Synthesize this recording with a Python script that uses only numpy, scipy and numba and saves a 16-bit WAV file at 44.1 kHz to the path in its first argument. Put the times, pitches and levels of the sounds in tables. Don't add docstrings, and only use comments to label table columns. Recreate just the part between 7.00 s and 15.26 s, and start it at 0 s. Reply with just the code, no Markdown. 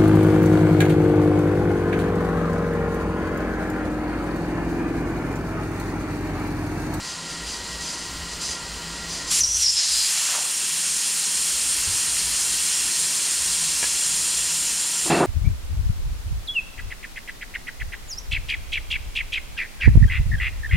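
import sys
import numpy as np
from scipy import signal
from scipy.fft import rfft, irfft
from scipy.io import wavfile
from numba import njit

SR = 44100
rng = np.random.default_rng(int(sys.argv[2]) if len(sys.argv) > 2 else 0)


def output_pcm(signal):
    pcm = np.clip(np.atleast_2d(signal).T, -1, 1) * 32767
    wavfile.write(sys.argv[1], SR, np.round(pcm).astype(np.int16))


N = 364266
BIN_HZ = np.maximum(np.arange(N // 2 + 1) * SR / N, 1)

# frequency in Hz, relative density in dB.
DRONE_SPECTRUM = [(100, -40), (200, -5.5), (300, -4.5), (680, -9.5), (1380, -9), (1880, -12.5), (2240, -13),
                  (3000, -7.5), (3900, -30), (6600, -90)]
HUM_SPECTRUM = [(80, -38), (105, -13), (140, -8.5), (158, -7), (168, 6), (178, -17), (205, -7), (260, -44)]
RUMBLE_SPECTRUM = [(20, -20), (36, -26), (54, -3.5), (75, -12), (110, -23), (200, -44)]
# centre in Hz, width in Hz, level in dB re WHINE_DB.
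WHINES = [(952, 22, -8.5), (1038, 14, -10.5), (1390, 18, -6.5), (1600, 40, -15), (1803, 20, -14.5),
          (1899, 14, -7), (1918, 18, -8.5), (2040, 25, -15)]
# time in seconds, gain in dB.
SHOP_DIP = [(0, -0.5), (2.3, 0), (2.41, -6), (2.7, -13), (3.0, -10.5), (3.6, -7.5), (4.2, -6.5), (4.9, -5),
            (8.1, -5), (8.2, -17.5)]
# time in seconds, level in dB.
RUMBLE_ENVELOPE = [(0, -46), (.6, -49), (1.1, -44.5), (2.0, -47.5), (2.45, -42), (2.75, -46.5), (3.2, -55),
                   (3.7, -64), (4.25, -61), (4.45, -48.5), (6.0, -49), (6.25, -61), (6.45, -47),
                   (7.6, -52.5), (8.26, -57)]
DRONE_DB, WHINE_DB, HUM_DB, LUMP_DB, LUMP_RATE_HZ = -39.5, -43, -46.5, 4.0, 3.5

# start in seconds, peak in dB, pitch in Hz, T60 in seconds.
THUDS = [(4.868, -30, 115, 0.33)]
# time in seconds, click level in dB.
LEVER_KNOCKS = [(6.829, -25.5), (6.841, -26.5)]
# frequency in Hz, relative level in dB, T60 in seconds.
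RIM_MODES = [(550, 7.5, 0.0061), (967, -5, .12), (1290, -5, 0.0099), (1693, 1, 0.073), (2360, 4, .012),
             (2850, 2.5, 0.026)]
TABLE_MODES = [(164, -7.5, 0.093), (251, -10, 0.049), (351, 1, 0.054), (510, -6.5, 0.014),
               (730, -3.5, 0.021), (870, -3, 0.0053), (1200, -10, 0.013), (1450, -11, 0.0062),
               (1850, -3.5, 0.0083), (2380, -10, 0.0093), (2680, -4.5, 0.078), (3500, -12, 0.0077),
               (4200, -9, 0.0034)]
# start and hold in seconds, low and high mode levels in dB.
WHEEL_JOLTS = [(8.055, .04, -31.5, -47), (8.097, 0.036, -18, -24), (8.14, 0.046, -20.5, -28),
               (8.197, .035, -15.5, -38)]

# frequency in Hz, relative density in dB.
SEEP_SPECTRUM = [(1060, -41), (1800, -32), (1880, -2), (2230, -17.5), (4350, -5.5), (4890, -2), (6530, -12),
                 (7400, -11.5), (9110, -11), (15500, -48)]
SPURT_SPECTRUM = [(1500, -21), (3000, -11), (4300, -8), (5500, -4.5), (7500, -8), (10000, -13),
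                  (12000, -26.5), (16000, -40)]
JET_SPECTRUM = [(290, -37), (500, -26.5), (940, -15.5), (2160, -10), (3740, -7.5), (6000, -3.5), (7450, -2),
                (8850, -4), (10600, -7.5), (11500, -15), (13500, -17), (16000, -27)]
# centre in Hz, width in Hz, lift in dB.
SEEP_RESONANCES = [(3190, 76, 7.5), (4080, 26, 10.5), (4600, 60, -3), (5160, 280, -4), (6000, 260, 2.5),
                   (6560, 80, 9), (7040, 190, 7), (7540, 120, 9.5), (8950, 110, -1), (9430, 100, 4),
                   (10600, 180, 3)]
SPURT_RESONANCES = [(4100, 120, 4), (4750, 40, 16), (5070, 290, 8), (6100, 240, 10.5), (6600, 200, -2),
                    (7200, 250, 8.5), (8820, 120, 8), (10600, 180, 7)]
STEM_RESONANCES = [(2200, 120, -3), (2730, 200, 3), (3200, 300, 3), (3650, 200, -2), (4200, 300, 2),
                   (5250, 200, 3), (5700, 200, 3), (6000, 200, -2), (6820, 200, 2), (7080, 100, -3),
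                   (7400, 480, 3), (8120, 200, -3), (8880, 350, 5), (9850, 150, -5), (10300, 380, 4),
                   (10730, 90, 3), (14250, 300, -5)]
# start in seconds, hold in seconds, level in dB.
TURN_SPURTS = [(.03, .07, -36), (.28, 0.023, -37), (.455, 0.081, -33), (.66, 0.045, -37.5),
               (.795, 0.13, -33.5), (.965, 0.076, -35), (1.295, 0.027, -38), (1.4, .11, -29.5),
               (1.925, 0.019, -38), (2.03, .02, -43), (2.078, .12, -33), (2.26, .03, -31)]
SEEP_DB, CORE_OUT_S, SEEP_FADE_S = -35.5, 2.28, .065

# time in seconds, centre in Hz, level in dB.
PUFF_PATH = [(2.74, 4100, -51), (2.82, 3970, -37), (2.95, 4100, -35.5), (3.15, 2620, -39.5),
             (3.25, 2000, -45), (3.35, 1220, -31.5), (3.46, 950, -42)]
# time in seconds, centre in Hz.
EDGE_PITCH = [(2.41, 6100), (2.435, 5660), (2.55, 5950), (2.6, 6000), (2.67, 5340), (2.78, 5150),
              (3.05, 4900)]
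# start in seconds, hold in seconds, level in dB.
EDGE_CHIRPS = [(2.404, .011, -17), (2.432, .013, -16.5), (2.541, 0.027, -21.5), (2.62, 0.04, -21.5),
               (2.655, 0.047, -18.5), (2.765, 0.032, -22.5)]
EDGE_HELD = [(2.445, 0.019, -26.5), (2.47, .55, -26.5)]
EDGE_RASP = [(2.76, 0.27, -33)]

# time in seconds, level in dB.
JET_ENVELOPE = [(2.28, -50), (2.315, -18), (2.4, -18.5), (2.42, -28.5), (2.52, -27), (2.56, -23.5),
                (2.63, -20.5), (2.67, -27.5), (2.8, -21), (2.96, -21.5), (3.33, -22), (3.42, -24.5),
                (4.9, -22.5), (6.8, -23), (8.09, -24.5), (8.12, -31.5), (8.195, -31.5), (8.23, -38)]
# time in seconds, gain in dB per octave below, above PIVOT_HZ.
JET_SHADING = [(2.4, -2.2, -3.5), (2.43, -4, -6), (2.74, -3, -5.5), (2.8, -2.5, -13), (2.88, -3.2, -8.5),
               (2.96, -2.4, -1.3), (3.3, 0.9, -2.5), (3.45, -0.5, -1.5)]
# centre and width in Hz, start and rise in seconds, level in dB re JET_ENVELOPE.
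LATE_TONES = [(8870, 770, 3.3, 0.15, -6.5), (7210, 540, 6.7, .3, -8.5)]
PIVOT_HZ, ECHO_DB, ECHO_T60_S, CUTOFF_HZ = 6000, -15, .1, 15700


def from_db(db):
    return 10 ** (np.asarray(db) / 20)


def unit_rms(x):
    return x / np.sqrt(np.mean(x ** 2) + 1e-20)


def curves(rows):
    times_s, *columns = np.transpose(rows)
    return [np.interp(np.arange(N) / SR, times_s, column) for column in columns]


def ramp(start_s, rise_s):
    return np.clip((np.arange(N) / SR - start_s) / rise_s, 0, 1)


def swells(rows, attack_s, fade_db_per_s):
    power = 0
    for start_s, hold_s, db in rows:
        fading_s = np.clip(np.arange(N) / SR - start_s - attack_s - hold_s, 0, 1)
        power += (ramp(start_s, attack_s) * from_db(db - fade_db_per_s * fading_s)) ** 2
    return np.sqrt(power)


def drift(rate_hz):
    r = np.exp(-40 * np.pi * rate_hz / SR)
    slow = signal.lfilter([1], [1, -2 * r, r * r], rng.standard_normal(N // 20 + 4002))[4000:]
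    return np.interp(np.arange(N) / 20, np.arange(len(slow)), unit_rms(slow))


def shaped_noise(spectrum, resonances=()):
    points_hz, points_db = np.transpose(spectrum)
    db = np.interp(np.log(BIN_HZ), np.log(points_hz), points_db)
    for hz, width_hz, lift_db in resonances:
        db += lift_db / (1 + (2 * (BIN_HZ - hz) / width_hz) ** 2)
    return unit_rms(irfft(rfft(rng.standard_normal(N)) * from_db(db), N))


def narrow_noise(hz, width_hz):
    response = 1 / (1 + (2 * (BIN_HZ - hz) / width_hz) ** 2)
    return unit_rms(irfft(rfft(rng.standard_normal(N)) * response, N))


def ring(drive, hz, t60_s):
    r, w = from_db(-60 / (t60_s * SR)), 2 * np.pi * hz / SR
    return signal.lfilter([0, np.sin(w)], [1, -2 * r * np.cos(w), r * r], drive + 1e-18)


@njit
def sweep(x, cosine, r):
    out = np.zeros(len(x))
    for i in range(2, len(x)):
        out[i] = x[i] + 2 * r[i] * cosine[i] * out[i - 1] - r[i] * r[i] * out[i - 2]
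    return out


def swept_noise(hz, width_hz):
    w, r = 2 * np.pi * hz / SR, np.exp(-np.pi * width_hz / SR)
    gain = (1 - r * r) * np.sin(w)
    tone = rng.standard_normal(N)
    for _ in range(2):
        tone = gain * sweep(tone, np.cos(w), r)
    return tone * np.sqrt(2 * SR / (np.pi * width_hz))


def workshop():
    dip_db, = curves(SHOP_DIP)
    machines = from_db(DRONE_DB) * shaped_noise(DRONE_SPECTRUM)
    for hz, width_hz, db in WHINES:
        machines += from_db(WHINE_DB + db) * narrow_noise(hz, width_hz)
    machines += from_db(HUM_DB) * shaped_noise(HUM_SPECTRUM)
    rumble_db, = curves(RUMBLE_ENVELOPE)
    lumps_db = LUMP_DB * np.clip(drift(LUMP_RATE_HZ), -3, 1.3)
    return from_db(dip_db) * machines + from_db(rumble_db + lumps_db) * shaped_noise(RUMBLE_SPECTRUM)


def floor_thud():
    out, length = np.zeros(N), SR // 2
    for start_s, peak_db, hz, t60_s in THUDS:
        start, burst = round(start_s * SR), np.zeros(N)
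        fade = from_db(-60 * np.arange(length) / (t60_s * SR))
        burst[start:start + length] = fade * rng.standard_normal(length)
        thud = ring(ring(burst, hz, t60_s=0.028), hz, t60_s=0.028)
        out += from_db(peak_db) * thud / np.abs(thud).max()
    return out


def tyre_lever():
    clicks, out = np.zeros(N), np.zeros(N)
    for time_s, db in LEVER_KNOCKS:
        clicks[round(time_s * SR)] = from_db(db)
    for hz, db, t60_s in RIM_MODES:
        out = from_db(db + rng.normal(0, 1.9)) * ring(clicks, hz, t60_s) - out
    return out


def wheel_shove(slips_per_s=1200, split_hz=1700):
    low, high = np.zeros(N), np.zeros(N)
    for hz, db, t60_s in TABLE_MODES:
        sizes = from_db(1.7 * np.minimum(rng.exponential(1, N), 3)) * rng.choice([-1, 1], N)
        slips = sizes * (rng.random(N) < slips_per_s / SR)
        mode = from_db(db) * unit_rms(ring(slips, hz, t60_s))
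        if hz < split_hz:
            low += mode
        else:
            high += mode
    low = signal.sosfilt(signal.butter(2, 100, "high", fs=SR, output="sos"), low)
    jolts = np.array(WHEEL_JOLTS)
    low_gain = swells(jolts[:, [0, 1, 2]], attack_s=.005, fade_db_per_s=350)
    high_gain = swells(jolts[:, [0, 1, 3]], attack_s=.005, fade_db_per_s=350)
    return low_gain * unit_rms(low) + high_gain * unit_rms(high)


def add_echoes(air):
    delay_s = np.arange(1, SR // 10) / SR
    echoes = rng.standard_normal(len(delay_s)) * from_db(-60 * delay_s / ECHO_T60_S)
    response = np.r_[1, from_db(ECHO_DB) * echoes / np.linalg.norm(echoes)]
    return signal.fftconvolve(air, response)[:N]


def core_leak():
    seep = from_db(SEEP_DB) * shaped_noise(SEEP_SPECTRUM, SEEP_RESONANCES)
    seep_gain = 1 - ramp(CORE_OUT_S, SEEP_FADE_S)
    spurts = from_db(1.2 * drift(9.9)) * shaped_noise(SPURT_SPECTRUM, SPURT_RESONANCES)
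    spurt_gain = swells(TURN_SPURTS, attack_s=.018, fade_db_per_s=250)
    return seep_gain * seep + spurt_gain * spurts


def finger_puff():
    hz, level_db = curves(PUFF_PATH)
    width_hz = np.minimum(1.6 * hz, 2240)
    gate = ramp(PUFF_PATH[0][0] - .01, .01) - ramp(PUFF_PATH[-1][0], 0.086)
    air = gate * from_db(level_db + 1.2 * drift(60)) * swept_noise(hz, width_hz)
    return signal.sosfilt(signal.butter(4, 650, "high", fs=SR, output="sos"), air)


def edge_whistle():
    hz, = curves(EDGE_PITCH)
    chirp_gain = swells(EDGE_CHIRPS, attack_s=.003, fade_db_per_s=1400)
    held_gain = swells(EDGE_HELD, attack_s=.01, fade_db_per_s=120)
    rasp = swells(EDGE_RASP, attack_s=.01, fade_db_per_s=120) * narrow_noise(hz=4120, width_hz=500)
    return np.hypot(chirp_gain, held_gain) * swept_noise(hz, width_hz=np.full(N, 640)) + rasp


def valve_jet():
    level_db, = curves(JET_ENVELOPE)
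    roar_db_per_octave, sizzle_db_per_octave = curves(JET_SHADING)
    spectrum = rfft(shaped_noise(JET_SPECTRUM, STEM_RESONANCES))
    gust_db, out = 0.15 * drift(8.8), np.zeros(N)
    for octave in np.arange(-4, 2, .5):
        offset = np.clip((np.log2(BIN_HZ / PIVOT_HZ) - octave) * 2, -1, 1)
        band = irfft(spectrum * np.cos(offset * np.pi / 2) ** 2, N)
        tilt_db = abs(octave) * (sizzle_db_per_octave if octave > 0 else roar_db_per_octave)
        out += band * from_db(tilt_db + gust_db + 0.92 * drift(9.7))
    for hz, width_hz, start_s, rise_s, db in LATE_TONES:
        out += ramp(start_s, rise_s) * from_db(db) * narrow_noise(hz, width_hz)
    return ramp(CORE_OUT_S - .01, .01) * from_db(level_db) * out


def scene():
    air = core_leak() + valve_jet() + edge_whistle() + finger_puff()
    mono = add_echoes(air) + workshop() + tyre_lever() + floor_thud() + wheel_shove()
    return np.stack([mono, mono])


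def record(dry):
    clipped = .7 * np.tanh(dry / .7)
    return signal.sosfilt(signal.ellip(14, .3, 70, CUTOFF_HZ, fs=SR, output="sos"), clipped)


dry = scene()
out = record(dry)
output_pcm(out)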